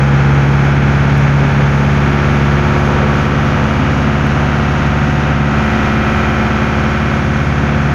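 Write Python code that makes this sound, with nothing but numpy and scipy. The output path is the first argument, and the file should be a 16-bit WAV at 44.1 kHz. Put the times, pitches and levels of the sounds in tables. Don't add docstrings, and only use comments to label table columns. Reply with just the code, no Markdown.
import sys
import numpy as np
from scipy import signal
from scipy.fft import rfft, irfft, next_fast_len
from scipy.io import wavfile
from scipy.ndimage import uniform_filter1d, minimum_filter1d, map_coordinates

SR = 44100
rng = np.random.default_rng(int(sys.argv[2]) if len(sys.argv) > 2 else 0)


def master_out(mix):
    frames = np.transpose(np.atleast_2d(mix))
    ceiling = np.clip(frames, -1, 1)
    pcm = np.round(ceiling * 32767).astype(np.int16)
    wavfile.write(sys.argv[1], SR, pcm)


N = 350154
TIME = np.arange(N) / SR
CYLINDERS = 4
SLOW_HZ, CRUISE_HZ = 69.5, 72.1


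def amp(db):
    return 10 ** (np.asarray(db) / 20)


def curve(rows, t=TIME):
    s, *columns = np.transpose(rows)
    return [np.interp(t, s, column) for column in columns]


def read(points, hz):
    f, db = np.transpose(points)
    return np.interp(np.log(hz + 1), np.log(f), db)


def evened(x):
    return x / np.sqrt(np.mean(x ** 2) + 1e-20)


def noise(density, gate=1):
    size = next_fast_len(N)
    white = gate * rng.standard_normal(N) * np.sqrt(SR / 2)
    gain = amp(read(density, np.fft.rfftfreq(size, 1 / SR)))
    return irfft(rfft(white, size) * gain, size)[:N]


def drift(shape, steps):
    offset = np.arange(shape[0]) - shape[0] // 2
    window = np.exp(-.5 * (offset / steps) ** 2)
    spectrum = rfft(rng.standard_normal(shape), axis=0) * abs(rfft(window))[:, None]
    return evened(irfft(spectrum, shape[0], axis=0))


def waver(count):
    moments = np.linspace(0, TIME[-1], count)
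    return np.interp(TIME, moments, drift((count, 1), steps=1)[:, 0])


def hump(s, half_s, db):
    return db * np.exp(-((TIME - s) / half_s) ** 2)


# (t/s, firing rate f/Hz)
FIRING_RATE = [(0.0, 69.23), (0.4, 69.5), (1.4, 70.43), (1.8, 70.16), (2.15, 71.1), (2.45, 70.78),
               (2.7, 71.49), (3.6, 72.09), (4.2, 72.1), (5.45, 72.09), (5.75, 72.48), (6.45, 72.63),
               (7.5, 72.36), (7.94, 72.01)]


def firing_hz(t=TIME):
    return curve(FIRING_RATE, t)[0]


def pace(t=TIME):
    return np.clip((firing_hz(t) - SLOW_HZ) / (CRUISE_HZ - SLOW_HZ), 0, 1)


# (t/s, level/dB)
EFFORT_LEVEL = [(0, -19), (0.9, -18.5), (1.6, -18.5), (2.5, -17.5), (3.4, -18), (4.1, -18.5), (5.45, -19),
                (5.7, -17), (6.5, -17.5), (7.2, -19), (7.94, -19.5)]


def effort():
    db, = curve(EFFORT_LEVEL)
    return db - db.mean()


# (f/Hz, density/dB per Hz)
RUMBLE_DENSITY = [(10, -64.5), (25, -57.5), (40, -56), (62, -54), (94, -42.5), (130, -45.5), (180, -47.5),
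                  (255, -44.5), (340, -60), (600, -70.5), (2000, -110), (15000, -140)]


def rumble(rumble_db=0.53):
    return amp(rumble_db) * noise(RUMBLE_DENSITY)


# (f/Hz, density/dB per Hz)
TYRE_DENSITY = [(150, -77), (380, -59.5), (500, -55.5), (680, -60.5), (900, -56.5), (1100, -65.5),
                (2500, -75.5), (5000, -100), (15000, -130)]
# (centre t/s, half length/s, rise level/dB)
ROUGH_PATCHES = [(2.95, 0.27, 6.5), (3.65, 0.13, 3), (4.388, 0.087, 3.5), (6.49, 0.062, 5)]
TYRE_DB, TYRE_FADE_DB_PER_S = 1, .5


def tyres():
    patches_db = sum(hump(*row) for row in ROUGH_PATCHES)
    fade_db = TYRE_FADE_DB_PER_S * (TIME - TIME.mean())
    return amp(TYRE_DB - fade_db + patches_db) * noise(TYRE_DENSITY)


# (f/Hz, density/dB per Hz)
WIND_DENSITY = [(3500, -78), (4600, -80), (5800, -78), (6700, -79), (7100, -88), (8000, -98), (9100, -98.5),
                (9600, -103), (12500, -99.5), (13500, -103), (14700, -112), (15700, -112)]


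def wind(wind_db=0.44, db_per_effort_db=.6, gust_db=0.8):
    db = wind_db + db_per_effort_db * effort() + gust_db * waver(240)
    return amp(db) * noise(WIND_DENSITY)


# (t/s, rms level before decay/dB)
TRIM_TICKS = [(0.6464, -47), (1.1777, -37), (1.486, -47), (1.8482, -45), (4.2694, -39), (4.42, -50),
              (4.46, -50), (5.456, -51)]


def trim(decay_s=.0015, count=900):
    out, t = np.zeros(N + count), np.arange(count) / SR
    band = signal.butter(2, [5000, 13000], "bandpass", fs=SR)
    for s, db in TRIM_TICKS:
        tick = evened(signal.lfilter(*band, rng.standard_normal(count))) * np.exp(-t / decay_s)
        out[round(s * SR):][:count] += amp(db) * tick
    return out[:N]


AIR_DB, AIR_HZ = -61.5, 10900
AIR_DB_PER_EFFORT_DB, AIR_HZ_PER_EFFORT_DB = 2, 260


def air(half_width_hz=520, flutter_db=1):
    push_db = effort()
    band = signal.lfilter(*signal.butter(2, half_width_hz, fs=SR), rng.standard_normal((2, N)))
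    angle = 2 * np.pi * np.cumsum(AIR_HZ + AIR_HZ_PER_EFFORT_DB * push_db) / SR
    hiss = evened(band[0] * np.cos(angle) + band[1] * np.sin(angle))
    return amp(AIR_DB + AIR_DB_PER_EFFORT_DB * push_db + flutter_db * waver(300)) * hiss


def cycles(hunt_hz=0.0451):
    return np.cumsum(firing_hz() + hunt_hz * waver(60)) / CYLINDERS / SR


WHINE_ORDER, WHINE_DB = 28.42, -34.5


def whine(turns, waver_db=2):
    level = np.sqrt(2) * amp(WHINE_DB + waver_db * waver(40))
    return level * np.sin(2 * np.pi * WHINE_ORDER * turns)


# (place in cycle 0-1, relative level/dB)
KNOCK_PLACES = [(.05, 0), (.14, -1), (.31, 1), (.42, -6), (.55, -1), (.62, -4), (.80, 0)]


def knocking(place, ring, wash):
    power = sum(amp(db) ** 2 * np.exp(-((place - at) % 1) / ring) for at, db in KNOCK_PLACES)
    return np.sqrt(evened(power) + abs(wash))


# (f/Hz, density/dB per Hz)
RASP_DENSITY = [(200, -70), (500, -61.5), (1100, -58.5), (1400, -59), (1800, -61), (2500, -66),
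                (2900, -70.5), (4000, -78.5), (5000, -84), (6600, -84.5), (7800, -106), (15000, -125)]


def rasp(turns, level_db=0.9):
    gate = evened(knocking(turns % 1, ring=.04, wash=2.2))
    return amp(level_db) * noise(RASP_DENSITY, gate)


# (f/Hz, level per order/dB)
BLOCK_LEVEL = [(20, -46), (45, -47.5), (160, -44.5), (330, -41), (400, -43), (520, -48.5), (700, -43.5),
               (900, -48), (1060, -48.5), (1400, -41.5), (1800, -47.5), (2450, -49), (2750, -55),
               (3200, -58), (4000, -67.5), (6500, -74), (7300, -90.5)]
# (multiple of cycle rate, slow level/dB, cruising level/dB)
STRONG_ORDER_LEVEL = [(5, -34, -29), (6, -30, -36), (7, -34, -26), (10, -34, -32), (15, -36, -30),
                      (16, -34, -34), (26, -36, -43), (30, -42, -36), (35, -45, -38), (40, -46, -34),
                      (44, -36, -39), (48, -34, -40), (52, -39, -41), (63, -43, -34), (68, -33, -33),
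                      (73, -49, -35), (80, -36, -39), (106, -45, -39)]
BLOCK_DB, FIRING_ORDERS_DB = 0.5, 2.5


def clatter(turns, wander_db=4.0, steady_db=2, blur_rad=0.66, size=16384, count=410):
    order = np.arange(1, count + 1)
    starts = np.interp(np.arange(int(turns[-1]) + 2), turns, TIME)
    speed = pace(starts)
    order_hz = firing_hz(starts)[:, None] / CYLINDERS * order
    wander = drift((len(starts), count), steps=15)
    db = read(BLOCK_LEVEL, order_hz) + BLOCK_DB + wander_db * wander
    db += FIRING_ORDERS_DB * (order % CYLINDERS == 0)
    for strong, slow_db, cruise_db in STRONG_ORDER_LEVEL:
        k = round(strong) - 1
        db[:, k] = slow_db + (cruise_db - slow_db) * speed + steady_db * wander[:, k]
    envelope = knocking(np.arange(size) / size, ring=0.03, wash=0.56)
    blows = rfft(rng.standard_normal(size) * envelope)[order]
    paths = np.cumsum(.15 * drift((count, 1), steps=12)[:, 0])
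    phase = np.angle(blows) + paths + blur_rad * drift(db.shape, steps=13.4)
    lines = np.pad(amp(db) * np.exp(1j * phase), ((0, 0), (1, 0)))
    waves = irfft(lines, size, axis=1) * size / np.sqrt(2)
    return map_coordinates(waves, [turns, turns % 1 * size], order=1, mode="grid-wrap")


def strokes(turns, uneven_db=0.18, surge_db=0.38):
    firings = turns * CYLINDERS
    count = int(firings[-1]) + 2
    db = uneven_db * rng.standard_normal(count) + surge_db * drift((count, 1), steps=2.2)[:, 0]
    return amp(np.interp(firings, np.arange(count), db))


# (multiple of firing rate, slow level/dB, cruising level/dB, change/dB per dB of effort)
BOOM_LEVEL = [(1, -19.2, -20, .3), (2, -10.5, -10, -1.3), (3, -22, -20, 1.5), (5, -29.5, -27.5, 1)]
NODE_MULTIPLE, NODE_ABOVE_CRUISE_HZ, NODE_WIDTH_HZ = 2, 0.97, 2.35


def boom(turns, waver_db=-0.37):
    speed, push_db, out = pace(), effort(), np.zeros(N)
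    node = np.tanh((CRUISE_HZ + NODE_ABOVE_CRUISE_HZ - firing_hz()) / NODE_WIDTH_HZ)
    smear = .15 - .05 * speed
    for multiple, slow_db, cruise_db, db_per_effort_db in BOOM_LEVEL:
        k = round(multiple)
        db = slow_db + (cruise_db - slow_db) * speed
        db = db + db_per_effort_db * push_db + waver_db * waver(80)
        wave = np.cos(2 * np.pi * (k * CYLINDERS * turns - smear * k * k))
        out += amp(db) * wave * (node if k == NODE_MULTIPLE else 1)
    return np.sqrt(2) * amp(hump(s=1.51, half_s=.03, db=-3)) * out


def scene():
    background = rumble() + tyres() + wind() + trim() + air()
    turns = cycles()
    knocks = amp(effort()) * strokes(turns) * (clatter(turns) + rasp(turns))
    return (background + whine(turns) + knocks + boom(turns))[None]


def record(dry, size=441, ceiling=.9, edge_hz=15750):
    gain = minimum_filter1d(ceiling / np.maximum(abs(dry), ceiling), 2 * size)
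    held = dry * uniform_filter1d(uniform_filter1d(gain, size), size)
    lowpass = signal.firwin(511, edge_hz, window=("kaiser", 9), fs=SR)
    return signal.oaconvolve(held, lowpass[None], "same")


dry = scene()
out = record(dry)
master_out(out)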